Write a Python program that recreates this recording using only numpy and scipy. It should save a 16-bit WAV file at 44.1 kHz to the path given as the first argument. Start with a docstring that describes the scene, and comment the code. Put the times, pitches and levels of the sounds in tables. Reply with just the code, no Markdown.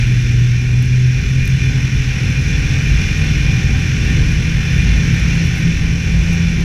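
"""On a packed trail a snowmobile gathers speed, heard from inside a closed housing on the machine.
Wind and snow rumble below; ice chips tick on the housing. Block drone, valve clatter, snow spray
and intake hiss pulse with the engine and ring in the housing. The three-cylinder engine holds a
nearly steady speed while the rubber track winds up; both shake the frame with low tones."""
import sys
import numpy as np
from scipy import signal
from scipy.fft import rfft, irfft, next_fast_len
from scipy.io import wavfile
from scipy.ndimage import uniform_filter1d, map_coordinates

SR = 44100
rng = np.random.default_rng(int(sys.argv[2]) if len(sys.argv) > 2 else 0)


def dump_mix(stems):
    """Bounce the given channels to the path in sys.argv[1] as a 16-bit WAV at rate SR."""
    frames = np.atleast_2d(stems).T  # one column per channel
    limited = np.clip(frames, -1, 1)  # hard clip at full scale
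    pcm = np.round(limited * 32767).astype(np.int16)
    wavfile.write(sys.argv[1], SR, pcm)


N = 292824
TIME_S = np.arange(N) / SR


def amp(db):
    """Decibels to gain."""
    return 10 ** (np.asarray(db) / 20)


def unit_rms(x):
    """Scale to rms 1."""
    return x / np.sqrt(np.mean(x ** 2) + 1e-20)


def curves(rows):
    """One per-sample curve for each column after time_s."""
    time_s, *columns = np.transpose(rows)
    return [np.interp(TIME_S, time_s, column) for column in columns]


def wobble(rate_hz):
    """Smooth random curve, rate_hz knots a second."""
    knots = rng.standard_normal(int(N * rate_hz / SR) + 4)
    return map_coordinates(knots, [TIME_S * rate_hz])


def filtered(x, response):
    """Zero-phase filter with gain response(hz)."""
    size = next_fast_len(N + 8192)
    return irfft(rfft(x, size) * response(np.fft.rfftfreq(size, 1 / SR)), size)[..., :N]


# Rings and dips of mount and housing: centre_hz, width_hz, lift_db
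HOUSING_RINGS = [(55, 14, 4), (775, 55, 9), (1640, 60, 2), (1720, 50, -3), (1810, 45, 6), (1890, 80, 3),
                 (2140, 50, 3), (2315, 30, 5), (2365, 30, -3), (2420, 32, 10.5), (2725, 60, 5),
                 (2860, 60, -3), (2930, 40, 3), (3030, 90, 4), (3240, 80, -5), (3340, 60, 3),
                 (3463, 55, 10), (3640, 60, 5), (4150, 190, 5), (4370, 150, -3), (4900, 120, -4),
                 (5220, 200, 4), (5635, 60, 5), (5870, 120, 2), (6370, 90, 5), (7350, 200, 4),
                 (10200, 300, 5), (11900, 700, 3)]
def through_housing(x, spectrum):
    """Shape x by a source spectrum and the housing's narrow resonances; rms 1."""
    freq_hz, level_db = np.transpose(spectrum)
    def response(hz):
        source_db = np.interp(np.log(hz + 1), np.log(freq_hz + 1), level_db)
        rings_db = sum(db / (1 + (2 * (hz - centre) / width) ** 2) for centre, width, db in HOUSING_RINGS)
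        return amp(source_db + rings_db)
    return unit_rms(filtered(x, response))


# Wind strength: time_s, level_db
WIND_LEVEL = [(0.0, -19), (0.4, -17.5), (0.9, -21), (1.45, -18.5), (1.6, -20), (2.5, -16.5), (3.1, -16),
              (3.6, -15), (3.95, -15.5), (4.15, -14.5), (4.6, -16), (5.2, -14), (5.6, -15.5), (6.1, -17),
              (6.55, -15)]
# Rumble spectrum: freq_hz, relative_db
RUMBLE_SPECTRUM = [(9, -44), (18, -20), (27, 3.5), (36, -10.5), (50, 2), (80, -2), (100, -1), (150, -3.5),
                   (190, -8.5), (230, -14.5), (290, -17), (340, -22.5), (420, -23.5), (600, -44),
                   (800, -68), (1320, -120)]
def rumble():
    """Wind and skis rumble in gusts."""
    gusts = amp(curves(WIND_LEVEL)[0] + 1.04 * wobble(9))
    return gusts * through_housing(rng.standard_normal(N), RUMBLE_SPECTRUM)


# Single chips: start_s, level_db, pitch_hz
ICE_CHIPS = [(0.8245, -25, 10300), (0.8565, -29, 10100), (1.4551, -22, 14000), (1.476, -21, 9900),
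             (4.3216, -30, 10500), (4.7287, -38, 12100), (4.7624, -29, 10500), (4.7834, -37, 8790),
             (5.1422, -28, 13000), (5.1966, -27, 9890), (5.4534, -32, 9320), (5.4694, -33, 9370),
             (5.5553, -30, 9950), (5.5684, -33, 8560), (5.5814, -29, 10300), (6.0077, -42, 9780),
             (6.3096, -35, 9800), (6.331, -28, 10100), (6.6089, -31, 9100)]
# Showers of fine ice: centre_s, half_width_s, level_db
ICE_SHOWERS = [(.85, .03, -51), (1.48, .04, -46), (4.33, .02, -53), (4.76, .04, -49), (5.14, .055, -47),
               (5.46, .03, -45), (5.59, .045, -43), (5.99, .02, -53), (6.33, .03, -46)]
def ice():
    """Single chips click on the housing; showers are dense, spiky grains."""
    clicks, t = np.zeros(N + 512), np.arange(256) / SR
    attack_s, t60_s = 0.001, 0.005
    envelope = np.minimum(t / attack_s, 1) ** 2 * amp(-60 * np.maximum(t - attack_s, 0) / t60_s)
    for start_s, level_db, pitch_hz in ICE_CHIPS:
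        click = 0.67 * np.sin(2 * np.pi * pitch_hz * t) + rng.standard_normal(len(t))
        clicks[round(start_s * SR):][:len(t)] += amp(level_db) * envelope * click
    showers = sum(amp(db) * np.exp(-((TIME_S - centre) / width) ** 2) for centre, width, db in ICE_SHOWERS)
    grains = unit_rms(rng.standard_normal(N) * amp(5 * wobble(700)))
    treble_band = lambda hz: 1 / (1 + (7000 / (hz + 1)) ** 6) / (1 + (hz / 14000) ** 3)
    return filtered(clicks[:N] + showers * grains, treble_band)


def impacts(cycles, jitter_s=12e-6, per_cycle=120):
    """Valves, gears and chain strike at the same crank angles each cycle; strengths change slowly."""
    whole_cycles = np.arange(int(cycles[-1]))[:, None]
    at_sample = np.interp(whole_cycles + rng.random(per_cycle), cycles, np.arange(N))
    at_sample += jitter_s * SR * rng.standard_normal(at_sample.shape)
    at_sample = np.clip(np.round(at_sample), 0, N - 1).astype(int)
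    strengths = uniform_filter1d(rng.standard_normal(at_sample.shape), size=5, axis=0)
    return unit_rms(np.bincount(at_sample.ravel(), strengths.ravel(), N))


def patchy_noise(patch_db):
    """White noise with patches of random gain in time and frequency."""
    bins = signal.stft(rng.standard_normal(N + 512), nperseg=512)[2]
    patches = uniform_filter1d(rng.standard_normal(bins.shape), size=5, axis=0)
    patches = uniform_filter1d(patches, size=10, axis=1)
    return signal.istft(bins * amp(patch_db * unit_rms(patches)), nperseg=512)[1][:N]


def machinery(blows, cycles, blow_share, swell_depth, patch_db):
    """Repeating impacts mixed by power with noise that swells once a cycle."""
    noise = patchy_noise(patch_db) * (1 + swell_depth * np.cos(2 * np.pi * cycles))
    return np.sqrt(blow_share) * blows + np.sqrt(1 - blow_share) * noise


# Machine noise under load: time_s, level_db
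LOAD_LEVEL = [(0.03, -27), (0.35, -29), (0.75, -30.5), (1.3, -29), (1.6, -28), (2.1, -27), (3.08, -24.5),
              (3.9, -26), (4.1, -25), (4.6, -26.5), (4.95, -25), (5.43, -25), (5.94, -28.5), (6.3, -26.5),
              (6.6, -29)]
def load_gain(offset_db, db_per_db, waver_db):
    """Gain that makes the machine noises rise and fall together."""
    load_db, = curves(LOAD_LEVEL)
    swing_db = db_per_db * (load_db - load_db.mean())
    return amp(load_db.mean() + offset_db + swing_db + waver_db * wobble(8))


# Intake spectrum: freq_hz, relative_db
HISS_SPECTRUM = [(4120, -37), (7000, -5), (7470, 0.5), (8440, -6.5), (10200, -5.5), (11000, -8),
                 (11900, -9.5), (15300, -19.5)]
def intake_hiss(blows, cycles):
    """The intake hisses in the high treble, pulsing with the engine."""
    gain = load_gain(offset_db=-22.5, db_per_db=0.71, waver_db=0)
    excitation = machinery(blows, cycles, blow_share=0.2, swell_depth=0.18, patch_db=1.5)
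    return gain * through_housing(excitation, HISS_SPECTRUM)


# Block spectrum: freq_hz, relative_db
DRONE_SPECTRUM = [(260, -26), (450, -2.5), (645, -8.5), (870, -9.5), (1020, -8.5), (1300, -15.5),
                  (1690, -36), (2860, -120)]
def block_drone(blows, cycles, rise_db_per_s=0.65):
    """The engine block drones, swelling as the machine gathers speed."""
    rise_db = rise_db_per_s * (TIME_S - N / SR / 2)
    gain = load_gain(offset_db=-17.5 + rise_db, db_per_db=0.9, waver_db=1.5)
    excitation = machinery(blows, cycles, blow_share=0.26, swell_depth=0.063, patch_db=0.6)
    return gain * through_housing(excitation, DRONE_SPECTRUM)


# Spray spectrum: freq_hz, relative_db
SPRAY_SPECTRUM = [(2650, -38), (4500, -14), (4820, -16), (5090, -6), (5730, 1), (6500, -6.5), (7000, -16),
                  (9100, -46), (15400, -120)]
def snow_spray(blows, cycles):
    """Snow spray rings brightly in the housing."""
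    gain = load_gain(offset_db=-9.5, db_per_db=0.79, waver_db=0.4)
    excitation = machinery(blows, cycles, blow_share=0.19, swell_depth=0.12, patch_db=0.1)
    return gain * through_housing(excitation, SPRAY_SPECTRUM)


# Valve spectrum: freq_hz, relative_db
CLATTER_SPECTRUM = [(710, -54), (1200, -20), (1290, -17.5), (1470, -5.5), (1860, -6.5), (2030, -6),
                    (2400, -1), (3250, -12.5), (3540, -13.5), (3870, -16.5), (5000, -18), (6500, -53),
                    (11000, -120)]
def valve_clatter(blows, cycles):
    """Valve strikes ring the housing in the upper midrange."""
    gain = load_gain(offset_db=0, db_per_db=1, waver_db=0.26)
    excitation = machinery(blows, cycles, blow_share=0.36, swell_depth=0.13, patch_db=0.4)
    return gain * through_housing(excitation, CLATTER_SPECTRUM)


def shake(turns, flutter_db, drift_rad, rate_hz):
    """A sine of rms near 1 whose level and phase waver as the frame bounces."""
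    gain = np.sqrt(2) * amp(flutter_db * wobble(rate_hz))
    return gain * np.sin(2 * np.pi * (turns + rng.random()) + drift_rad * wobble(rate_hz))


# Ground speed: time_s, lug_hz
LUG_RATE = [(0.0, 113.5), (0.4, 119.7), (1.8, 137.7), (2.4, 142.7), (3.0, 150.3), (3.4, 151.5),
            (4.2, 158.2), (5.2, 164.2), (5.9, 164.8), (6.64, 170.0)]
# Track tones: time_s, lug_db, drive_db
TRACK_LEVELS = [(0.0, -42, -18), (0.8, -37, -33), (1.4, -16, -29), (2.0, -24.5, -21.5), (2.5, -27, -28),
                (3.35, -18.5, -24), (3.7, -27, -31), (4.2, -19, -26), (5.0, -22, -24), (5.8, -22.5, -22),
                (6.4, -18, -30), (6.64, -20.5, -26)]
# Lug overtones before their fade: lug_multiple, level_db
LUG_HARMONICS = [(2, -38), (3, -46)]
def track(fade_hz=155.6):
    """Lugs slap the wheels in step with ground speed; the drive shakes at a third of their rate."""
    lug_hz, = curves(LUG_RATE)
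    lug_db, drive_db = curves(TRACK_LEVELS)
    lugs = np.cumsum(lug_hz) / SR
    slap = amp(lug_db) * shake(lugs, flutter_db=2.1, drift_rad=0.25, rate_hz=14)
    drive = amp(drive_db) * shake(lugs / 3, flutter_db=3.5, drift_rad=0.29, rate_hz=8)
    overtones = sum(amp(db) * shake(multiple * lugs, flutter_db=4, drift_rad=0.75, rate_hz=11)
                    for multiple, db in LUG_HARMONICS)
    fade = 1 / (1 + (lug_hz / fade_hz) ** 16)
    return slap + drive + fade * overtones


# Engine tones: time_s, firing_db, crank_db
ENGINE_LEVELS = [(0.0, -14, -33), (0.5, -13.5, -33), (1.05, -9.5, -28), (1.35, -23, -24.5), (1.8, -16, -26),
                 (2.6, -20.5, -23.5), (3.3, -25, -22.5), (3.65, -18, -22.5), (4.4, -23, -22.5),
                 (5.0, -21.5, -24), (5.8, -25.5, -23.5), (6.64, -31, -23)]
# Weak engine orders: cycle_multiple, level_re_crank_db
WEAK_ORDERS = [(4, -9), (5, -12.5), (6, -22.5), (9, -33.5), (12, -27), (24, -33), (27, -32)]
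def engine(cycles):
    """Three firings and two crank turns a cycle shake the mount, along with weaker orders."""
    firing_db, crank_db = curves(ENGINE_LEVELS)
    firing = amp(firing_db) * shake(3 * cycles, flutter_db=1.8, drift_rad=0.24, rate_hz=14)
    crank = amp(crank_db) * shake(2 * cycles, flutter_db=1.0, drift_rad=0.23, rate_hz=8)
    slow_load = amp(uniform_filter1d(crank_db, SR // 2))
    orders = sum(amp(db) * shake(multiple * cycles, flutter_db=2.0, drift_rad=0.59, rate_hz=7)
                 for multiple, db in WEAK_ORDERS)
    return firing + crank + slow_load * orders


# Engine speed in four-stroke cycles: time_s, cycle_hz
CYCLE_RATE = [(0.0, 40.8), (0.4, 40.4), (1.0, 42.0), (1.35, 42.55), (2.0, 42.0), (2.4, 43.1), (3.0, 43.85),
              (3.4, 43.6), (3.6, 42.95), (4.4, 42.85), (5.1, 43.65), (5.4, 43.1), (5.8, 42.85),
              (6.64, 42.9)]
def scene():
    """All sources summed to mono; one cycle count times the engine and its noises."""
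    cycles = np.cumsum(curves(CYCLE_RATE)[0]) / SR
    lows = engine(cycles) + track() + rumble()
    blows, intake_blows = impacts(cycles), impacts(cycles)
    noises = block_drone(blows, cycles) + valve_clatter(blows, cycles) + snow_spray(blows, cycles)
    return (lows + noises + intake_hiss(intake_blows, cycles) + ice())[None]


def record(dry, ceiling=0.9, top_hz=15725):
    """Peaks are rounded off; the treble fades just under top_hz and stops there."""
    soft = dry / (1 + np.abs(dry / ceiling) ** 4) ** (1 / 4)
    band_limit = lambda hz: (hz < top_hz) * amp(np.interp(hz, [15200, 15330, top_hz], [0, -14, -24]))
    return filtered(soft, band_limit)


dry = scene()
out = record(dry)
dump_mix(out)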